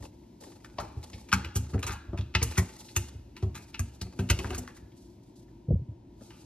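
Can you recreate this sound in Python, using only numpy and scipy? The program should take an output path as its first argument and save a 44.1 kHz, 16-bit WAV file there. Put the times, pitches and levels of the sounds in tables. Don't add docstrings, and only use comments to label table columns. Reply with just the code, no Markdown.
import sys
import numpy as np
from scipy import signal
from scipy.fft import rfft, irfft, next_fast_len
from scipy.io import wavfile

SR = 44100
rng = np.random.default_rng(int(sys.argv[2]) if len(sys.argv) > 2 else 0)


def file_out(sig):
    cols = np.atleast_2d(sig).T
    lim = np.clip(cols, -1, 1)
    pcm = np.round(lim * 32767).astype(np.int16)
    wavfile.write(sys.argv[1], SR, pcm)


N = 284445
FREQS = np.fft.rfftfreq(next_fast_len(N + SR // 2, True), 1 / SR)

# start_s, length_s, level_db (before the mix), lightness_db
STROKES = [(0, 0.056, -56, -3), (0.101, 0.21, -76, -4), (0.402, 0.06, -56.5, -1.5), (.47, .08, -63.5, -0.5),
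           (0.551, 0.96, -68, -2.5), (1.01, 0.2, -61, 0.5), (1.36, .13, -63.5, -8), (1.603, 0.16, -63, -1),
           (1.82, 0.084, -58.5, -8.5), (2.455, 0.27, -57, 1), (2.699, 0.43, -62.5, 4.5),
           (3.109, 0.12, -71.5, -4), (3.58, 0.14, -67.5, 3.5), (3.841, 0.15, -69, 2),
           (4.041, 0.8, -63.5, -4), (4.345, 0.26, -55, -3), (4.745, 0.023, -64.5, 1.5),
           (4.947, 0.18, -90.5, 21.5), (5.221, 0.087, -93, 18.5), (5.352, 0.048, -90, 23.5),
           (6.17, 0.34, -68.5, 3.5)]
# start_s, clack_db,
# sharpness_db (relative to the clack), claw_tip_tick_db, clack_pitch (factor), landing_spread_s,
# struck_spot_hz, pad_push_db, boom_hz, runner_knock_db, knock_hz,
# rebound_db (relative to the push), paw_damping_s
SWIPES = [(0.785, -35.5, -11.5, -76.5, 0.67, 0.0019, 1300, -41, 80, -44, 586, -4, .4),
          (1.133, -58.5, 4.5, -69.5, 0.49, .003, 2400, -40.5, 74.4, -53, 324, -14.5, .3),
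          (1.328, -24.5, -7.5, -32.5, 0.97, .001, 1350, -28, 94, -29, 192, -16, .4),
          (1.556, -48.5, 0.5, -42, 0.95, 0.0043, 2750, -25, 96.7, -37, 226, -13, .4),
          (1.744, -53.5, -24, -78, 1.1, 0.0018, 1150, -26.5, 108, -31, 249, -12, .05),
          (1.886, -44.5, -10.5, -66.5, 1.05, 0.0031, 1420, -33, 70, -44, 409, -12.5, .2),
          (2.131, -56.5, -14.5, -88, 0.88, 0.0033, 1250, -33, 90.5, -36, 375, -20.5, .12),
          (2.35, -33.5, 4.5, -42, 1.03, 0.0015, 2800, -25, 91, -35.5, 346.6, -29, .07),
          (2.417, -48.5, 4.5, -72, 0.77, 0.001845, 2200, -26, 86.5, -38.5, 410, -15.5, .2),
          (2.578, -38.5, 2.5, -32.5, 0.91, 0.0028, 1950, -20.5, 110, -28.5, 213, -12, .06),
          (2.963, -41.5, 4.5, -27.5, 1.01, .0018, 2800, -27, 97, -41, 287, -21.5, .3),
          (3.426, -54, -6, -60.5, 0.75, .003, 1400, -24.5, 107, -38.5, 348, -9.5, .3),
          (3.549, -52, -0.5, -60, 1.004, 0.005, 2400, -48, 99, -49.5, 294, -5, .3),
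          (3.793, -48, -3.5, -34.5, 0.97, 0.0011, 2500, -26.5, 99.8, -40.5, 282, -18, .2),
          (4.014, -54.5, 7.5, -43.5, 1, 0.0017, 4400, -35, 88, -40.5, 280, -11, .3),
          (4.19, -47, -3, -52, 1.03, .003, 2780, -28, 116.5, -30.5, 274.3, -13.5, .2),
          (4.3, -35.5, 4.5, -30.5, 1.05, .0018, 2850, -20.5, 82, -32.5, 374, -17, .07),
          (4.389, -50.5, 6, -44.5, 1.3, .0013, 2600, -39, 80.4, -39, 301, -12.5, .1),
          (4.444, -43, -14, -55.5, 1.08, 0.00086, 1560, -33.5, 85.5, -39.5, 300, -11, .2),
          (4.505, -49, 0, -48, 1, .001, 2750, -35, 75, -38.5, 378.8, -9, .2),
          (4.58, -84, -7, -41, 0.9, 0.0022, 1400, -37, 80.5, -39.5, 230.8, -26.5, .15)]


def amp(db):
    return 10 ** (np.asarray(db) / 20)


def evened(x):
    return x / np.sqrt(np.mean(x ** 2) + 1e-20)


def read(points, hz):
    point_hz, value = np.transpose(points)
    return np.interp(np.log(hz + 1), np.log(point_hz + 1), value)


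def add(mix, start_s, sound):
    part = mix[max(round(start_s * SR), 0):][:len(sound)]
    part += sound[:len(part)]


def shaped(x, gain):
    return irfft(rfft(x, 2 * len(FREQS) - 2) * gain)[..., :N]


def band(x, lo_hz, hi_hz, level_db, span_s):
    edges = [lo_hz, min(hi_hz, .48 * SR)]
    y = signal.sosfilt(signal.butter(N=4, Wn=edges, btype="band", fs=SR, output="sos"), x)
    energy = np.sum(y[:round(span_s * SR)] ** 2)
    return amp(level_db) * y / np.sqrt(energy / (span_s * SR) + 1e-20)


def ring(modes, t, place_db):
    hz, level_db, t60_s = np.transpose(modes)[:, :, None]
    decay = amp(level_db + place_db[:, None] - 60 * t / t60_s)
    return np.sum(decay * np.sin(2 * np.pi * hz * t), axis=0)


def ports(left, right=None):
    # pitch_hz, lead_radians
    port_phase = [(100, 0), (1600, 0), (2500, .95), (4000, 1.1), (6000, 2.1), (7500, 2.8), (13000, 2.9)]
    # pitch_hz, left_minus_right_db
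    port_balance = [(120, 0), (300, 1.8), (700, 4), (1400, 1.7), (2600, 2), (4000, 0), (13000, 0)]
    # pitch_hz, likeness (1 = the same)
    port_likeness = [(150, 1), (350, 0.93), (600, 0.18), (900, 0.12), (1400, 0.57), (2400, 1), (5000, 0.61),
                     (13000, 0.11)]
    if right is None:
        right = left
    else:
        same = np.clip(read(port_likeness, FREQS), -1, 1)
        right = shaped(left, same) + shaped(right, np.sqrt(1 - same ** 2))
    lean = amp(read(port_balance, FREQS) / 2) * np.exp(.5j * read(port_phase, FREQS))
    return np.array([shaped(left, lean), shaped(right, 1 / lean)])


def fridge():
    # (per Hz, before the overall level)
    hum_spectrum = [(20, -24), (40, -5), (55, 3.5), (76, -7), (115, 0), (155, -11), (188, -5), (260, -6.5),
                    (350, -5), (440, -24.5), (640, -22.5), (820, -28.5), (950, -22), (1150, -43),
                    (3000, -45.5), (13000, -58)]
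    hum_db = -48
    noise = rng.standard_normal((2, N))
    hum = evened(shaped(noise, amp(read(hum_spectrum, FREQS))))
    return amp(hum_db) * ports(*hum)


def hiss():
    # (per Hz, before the overall level)
    hiss_spectrum = [(1000, -6.5), (2500, -4.5), (5000, -3.5), (9000, -9.5), (13000, -3.5)]
    # time_s, change_db
    hiss_fade = [(4.9, 0), (5.2, -2), (5.55, -3), (5.78, -11), (6.05, -11), (6.2, 0)]
    hiss_db = -69.5
    gain = amp(read(hiss_spectrum, FREQS)) * (FREQS > hiss_spectrum[0][0])
    air = evened(shaped(rng.standard_normal((2, N)), gain))
    fade_db = np.interp(np.arange(N) / SR, *np.transpose(hiss_fade))
    return amp(hiss_db + fade_db) * ports(*air)


def panel(t, place_db=3, damping_s=.014):
    # (time to fall 60 dB, without the paw)
    front_modes = [(860, 13, 0.076), (887, 5.5, .025), (1210, -7.5, 0.074), (1324, -2.5, 0.031),
                   (1479, 1, 0.014), (1763, -5.5, 0.02), (2140, -4, 0.016), (2406, -10.5, 0.017),
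                   (2587, -4, 0.014), (2825, 5, 0.0049), (3640, -1, 0.0076), (4040, -7.5, 0.017),
                   (4630, -3, 0.0088), (6160, -15, 0.0097), (7050, -13.5, 0.0079)]
    t = t[:3000]
    place = place_db * rng.standard_normal(len(front_modes))
    return np.exp(-t / damping_s) * ring(front_modes, t, place)


def scuffs(grains_per_s=900, flutter_db=4.5, clump_s=0.0156):
    scrape_rel_db = -2
    grain_db = 3.5
    out = np.zeros((2, N))
    for start_s, length, level_db, light_db in STROKES:
        rub_db, scrape_db, fizz_db = level_db - light_db, level_db + scrape_rel_db, level_db + light_db
        t = np.arange(0, length + .06, 1 / SR)
        swell = np.interp(t, [0, length * .15, length * .75, length + .06], [0, 1, .8, 0])
        knots = np.arange(0, t[-1] + clump_s, clump_s)
        flutter = np.interp(t, knots, rng.standard_normal(len(knots)))
        press = swell * amp(flutter_db * flutter)
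        for channel in out:
            scatter = np.minimum(rng.exponential(1, len(t)), 3)
            sizes = amp(grain_db * scatter) * rng.standard_normal(len(t))
            grains = press * sizes * (rng.random(len(t)) < grains_per_s / SR)
            rub = band(grains, 270, 572, rub_db, length)
            ringing = signal.fftconvolve(grains, panel(t))[:len(t)]
            scrape = band(grains + 0.18 * ringing, 710, 6000, scrape_db, length)
            fine = grains + 0.9 * press * rng.standard_normal(len(t))
            fizz = band(fine, 3500, 12500, fizz_db, length)
            add(channel, start_s, rub + scrape + fizz)
    return ports(*out)


def catches():
    catches_per_s, catch_db = 34, -5.5
    full_rate_db = -55
    scatter_db = 1
    taps = []
    for start_s, length, level_db, light_db in STROKES:
        rate = catches_per_s * min(amp(level_db - full_rate_db), 1)
        snag_db = level_db + catch_db
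        for share, chance, *scatter in rng.random((12, 4)):
            if chance < rate * length / 12:
                clack_db, sharpness_db = scatter_db * (2 * np.array(scatter) - 1)
                taps.append((start_s + share * length, snag_db + clack_db, sharpness_db,
                             snag_db + light_db))
    return taps


def claw(hollow_db, sharp_db, tick_db, spread, pitch, spot_hz, graze_db=-24, graze_s=.009,
         skid_db=-16, skid_per_spread=10, slips_per_s=4000):
    hard_spread_s = 0.0011
    lead_claw = .6
    clack_detune = .01
    spot_db, spot_q = 7, 7
    t = np.arange(5000) / SR
    since = np.maximum(t - graze_s, 0)
    u = since / (2 * max(spread, .0009))
    landing = (u * np.exp(1 - u)) ** 2
    skid = amp(skid_db) * np.exp(-since / (skid_per_spread * spread))
    drag = np.where(t < graze_s, amp(graze_db), skid)
    slips = rng.standard_normal(len(t)) * (rng.random(len(t)) < slips_per_s / SR)
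    clicks = (landing + drag) * slips
    hardness = min(hard_spread_s / spread, 1) ** 3
    clicks[np.argmax(landing)] += lead_claw * hardness * np.linalg.norm(clicks)
    plastic = panel(t * pitch * (1 + clack_detune * rng.standard_normal()))
    ringing = signal.fftconvolve(clicks, plastic / np.linalg.norm(plastic))[:len(t)]
    sound = 6.5 * clicks + 7 * ringing
    sound = sound + amp(spot_db) * signal.lfilter(*signal.iirpeak(spot_hz, spot_q, fs=SR), sound)
    hollow = band(sound, 1020 * pitch, 1700 * pitch, hollow_db, 0.037)
    sharp = band(sound, 1737, 5460, sharp_db, 0.038)
    tips = (landing + .5 * drag) * slips
    return graze_s, hollow + sharp + band(tips, 5960, 13040, tick_db, 0.014)


def snags(spread_s=0.0025):
    out = np.zeros(N)
    for start_s, clack_db, sharpness_db, tick_db in catches():
        spot_hz = 2228 * 2 ** rng.uniform(-0.76, 0.39)
        add(out, start_s, claw(clack_db, clack_db + sharpness_db, tick_db, spread_s, 0.76, spot_hz)[1])
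    return ports(out)


def pushes():
    # start_s, boom_db, boom_hz
    single_booms = [(.004, -42, 82), (0.967, -34, 85.1), (1.453, -38.5, 103), (1.733, -29.5, 126.3),
                    (1.844, -35, 90), (2.082, -36, 64.75), (2.188, -27, 100), (2.462, -30.5, 80),
                    (3.15, -39.5, 94.9), (4.823, -46.5, 84.7)]
    knock_rel_db, soft_knock_hz = -17, 273.6
    single_hold_s = 0.17
    pad_lag_s, rebound_s = .002, .04
    # start_s, boom_db, boom_hz, knock_db, knock_hz, damping_s
    jolts = [(start_s, boom_db, boom_hz, boom_db + knock_rel_db, soft_knock_hz, single_hold_s)
             for start_s, boom_db, boom_hz in single_booms]
    for start_s, *_, push_db, boom_hz, knock_db, knock_hz, rebound_db, hold_s in SWIPES:
        pad_s = start_s + pad_lag_s
        jolts.append((pad_s, push_db, boom_hz, knock_db, knock_hz, hold_s))
        jolts.append((pad_s + rebound_s, push_db + rebound_db, boom_hz,
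                      knock_db + rebound_db, knock_hz, hold_s))
    return jolts


def thuds(push_s=0.0025, focus_db=14, knock_focus_db=7, jolt_s=0.0005, rattle=0.96, rattle_s=0.0072,
          place_db=3):
    # (time to fall 60 dB, without the paw)
    drawer_modes = [(53.9, -16.5, 0.17), (72.6, 1, 0.76), (98.5, 14, 0.18), (126.1, 2, 0.61),
                    (144.3, -8, 0.094), (187, 0, 0.3), (204, -10, 0.042), (248.5, -2, 0.31),
                    (284.6, -11.5, 0.081), (354, -0.5, 0.17), (392, 1, 0.11), (454, -5, 0.063),
                    (600.5, -3, 0.11), (698.4, 5, 0.039), (859, -10.5, 0.051)]
    load_detune = 0.061
    out, t = np.zeros(N), np.arange(SR // 3) / SR
    mode_hz = np.transpose(drawer_modes)[0]
    for start_s, boom_db, boom_hz, knock_db, knock_hz, hold_s in pushes():
        held = np.exp(-t / hold_s)
        push = t / push_s * np.exp(-t / push_s)
        loaded = t * (1 + load_detune * rng.standard_normal())
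        low_db = -focus_db * np.log2(mode_hz / boom_hz) ** 2 + rng.standard_normal(len(mode_hz))
        boom = signal.fftconvolve(push, held * ring(drawer_modes, loaded, low_db))[:len(t)]
        noise = t / rattle_s * np.exp(-t / rattle_s) * rng.standard_normal(len(t))
        jolt = t / jolt_s * np.exp(-t / jolt_s) + rattle * noise
        upper_db = place_db * rng.standard_normal(len(mode_hz)) - 20 * (mode_hz < 140)
        upper_db = upper_db - knock_focus_db * abs(np.log2(mode_hz / knock_hz))
        knock = signal.fftconvolve(jolt, held * ring(drawer_modes, loaded, upper_db))[:len(t)]
        thud = band(boom, 0.63 * boom_hz, 2 * boom_hz, boom_db, 0.1)
        add(out, start_s - .002, thud + band(knock, 145.6, 950, knock_db, 0.063))
    return out


def claws():
    # start_s, clack_db, sharpness_db (relative to the clack), claw_tip_tick_db,
    # landing_spread_s, struck_spot_hz
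    tap_list = [(0.646, -56, -3, -58, .0011, 1500), (0.8, -43.5, -13, -50, 0.0024, 1350),
                (1.029, -75.5, 12.5, -63, 0.0014, 4260), (1.288, -60, 1, -60.5, 0.0023, 2480),
                (1.317, -51.5, 5.5, -54.5, .0015, 3200), (1.335, -42, 5.5, -33, 0.0013, 2530),
                (1.446, -51.5, 5, -52.5, .0013, 2850), (1.736, -50.5, -8.5, -66, .003, 1120),
                (1.778, -59.5, -4, -85, .0015, 1779), (1.792, -64, 4, -51, 0.0013, 2380),
                (1.828, -44, 0, -45.5, 0.0019, 2980), (1.841, -53.5, 1, -51, .001, 3900),
                (1.867, -46, -2, -40, .003, 2700), (1.878, -49, 0, -44, .0012, 2400),
                (1.894, -47.5, -5, -53.5, .001, 1450), (1.906, -46.5, -2.5, -70, 0.0027, 1390),
                (1.921, -51, -6, -48, .003, 2550), (2.174, -53.5, -0.5, -64, 0.0028, 2710),
                (2.186, -72.5, 17, -61, 0.0018, 3400), (2.21, -65.5, 8.5, -68, .0015, 3463),
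                (2.427, -47, 2, -27.5, 0.002, 4500), (2.521, -58, 1, -50, 0.001, 2400),
                (2.553, -67, 12, -65, 0.0032, 2930), (2.571, -48, -10, -49, .002, 1400),
                (2.886, -76, 18, -68.5, 0.0025, 4350), (3.366, -58, 3, -60.5, .0032, 2810),
                (3.574, -57.5, -2, -56, .002, 2250), (3.744, -54, 7.5, -62.5, 0.0018, 2830),
                (4.401, -55, -7, -64, 0.0011, 2500), (4.545, -51, -0.5, -47, 0.0024, 1329),
                (4.676, -51, -6.5, -57, 0.0014, 1844), (4.764, -67, -2, -65, .003, 1456),
                (4.919, -81, 7, -81, 0.0019, 3420), (5.48, -76, -9, -90, 0.0032, 1995),
                (6.21, -69, -9, -76, .002, 1300), (6.304, -62.5, 0, -110, 0.00215, 2940)]
    open_tick_db, room_per_dullness = -59, 0.18
    direct, *sent = np.zeros((3, N))
    landings = [row[:7] for row in SWIPES] + [(*row[:4], 1, *row[4:]) for row in tap_list]
    for start_s, clack_db, sharpness_db, tick_db, pitch, spread, spot_hz in landings:
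        blow = clack_db, clack_db + sharpness_db, tick_db, spread, pitch, spot_hz
        room_db = room_per_dullness * (open_tick_db - tick_db)
        lead, sound = claw(*blow)
        begin_s = start_s - lead - spread
        add(direct, begin_s, sound)
        for way in sent:
            add(way, begin_s, amp(room_db) * claw(*blow)[1])
    return direct, sent


def scrapes(slips_per_s=380, slip_scatter_db=4, ring_t60=.55, ring_width=0.19, ring_db=-20):
    # start_s, length_s, level_db, ring_hz
    scrape_list = [(1.866, 0.098, -49, 1395), (2.178, 0.02, -64, 3300), (4.525, 0.028, -47.5, 1454)]
    out, t = np.zeros(N), np.arange(SR // 2) / SR
    for start_s, length, level_db, ring_hz in scrape_list:
        slips = np.zeros(len(t))
        slip_s = np.cumsum(rng.uniform(.4, 1.6, 40)) / slips_per_s
        size = amp(slip_scatter_db * rng.standard_normal(40))
        during = slip_s < length
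        slips[(slip_s[during] * SR).astype(int)] = size[during]
        cluster_hz = ring_hz * (1 + ring_width * rng.uniform(-1.3, 1, 10))
        cluster = [(hz, ring_db, ring_t60) for hz in cluster_hz]
        body = ring(cluster, t, np.zeros(len(cluster)))
        add(body, 0, panel(t))
        judder = signal.fftconvolve(slips, body)[:len(t)]
        add(out, start_s, band(judder, 0.77 * ring_hz, ring_hz + 3500, level_db, length))
    return out


def bumps(swell_cycles=0.65, grit_s=0.0042, top_hz=620):
    # start_s, level_db, pitch_hz, grit_db (relative to the bump)
    bump_list = [(5.683, -16.5, 125, -22), (5.703, -11.5, 134.6, -16), (5.717, -12.5, 73, -21.5),
                 (5.737, -14, 156.2, -41), (5.751, -14, 87.6, -29), (5.789, -24, 99, -28),
                 (5.816, -24.5, 126, -37), (5.887, -25.5, 107, -36), (5.912, -33.5, 84.5, -31),
                 (6.209, -44, 245, -3)]
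    out, t = np.zeros(N), np.arange(SR // 5) / SR
    for start_s, level_db, hz, grit_db in bump_list:
        u = t * hz / swell_cycles
        push = -np.sin(2 * np.pi * hz * t) * u * np.exp(1 - u)
        noise = rng.standard_normal(len(t)) * t / grit_s * np.exp(-t / grit_s)
        grit = band(noise, 150, 556, grit_db, 0.013)
        add(out, start_s, amp(level_db) * (push + grit))
    return signal.sosfilt(signal.butter(N=3, Wn=[38, top_hz], btype="band", fs=SR, output="sos"), out)


def echoes(x, t60s, delay, low_hz):
    taps = rng.choice([-1., 1.], (2, SR // 2)) * (rng.random((2, SR // 2)) < .2)
    hz, t, z = signal.stft(taps, SR, nperseg=128)
    t60 = read(t60s, hz)[:, None]
    z = z * amp(-60 * t / t60) / np.sqrt(t60)
    tail = signal.istft(z, SR, nperseg=128)[1]
    tail = tail / np.linalg.norm(tail, axis=1, keepdims=True)
    tail = np.pad(tail, ((0, 0), (round(delay * SR), 0)))
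    wet = signal.fftconvolve(x[None], tail, axes=1)[:, :N]
    return ports(*shaped(wet, FREQS ** 2 / (FREQS ** 2 + low_hz ** 2)))


def scene():
    # pitch_hz, t60_s (time to fall 60 dB)
    kitchen_decay = [(100, 0.15), (400, 0.44), (1300, 0.72), (3500, 0.66), (7000, 0.37), (13000, 0.17)]
    nook_decay = [(500, 0.13), (13000, 0.022)]
    (clacks, sent), booms, judder = claws(), thuds(), scrapes()
    near = ports(clacks + judder) + ports(booms + bumps())
    nook = echoes(clacks + judder, nook_decay, delay=.004, low_hz=296)
    room = sum(echoes(way + booms + judder, kitchen_decay, delay=0.009, low_hz=264.4) for way in sent)
    struck = near + amp(-5.0) * nook + amp(-12.0) * room
    return struck + amp(1.5) * scuffs() + fridge() + hiss() + snags()


def record(dry):
    # pitch_hz, gain_db
    mic_colour = [(20, -24.5), (35, -15), (50, -6), (6300, 1.5), (8500, -2), (11000, -4.5), (13000, -3)]
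    edge_hz = 13150
    heard = shaped(dry, amp(read(mic_colour, FREQS)))
    lowpass = signal.firwin(161, edge_hz, window=("kaiser", 8), fs=SR)
    return signal.oaconvolve(heard, lowpass[None], "same")


dry = scene()
out = record(dry)
file_out(out)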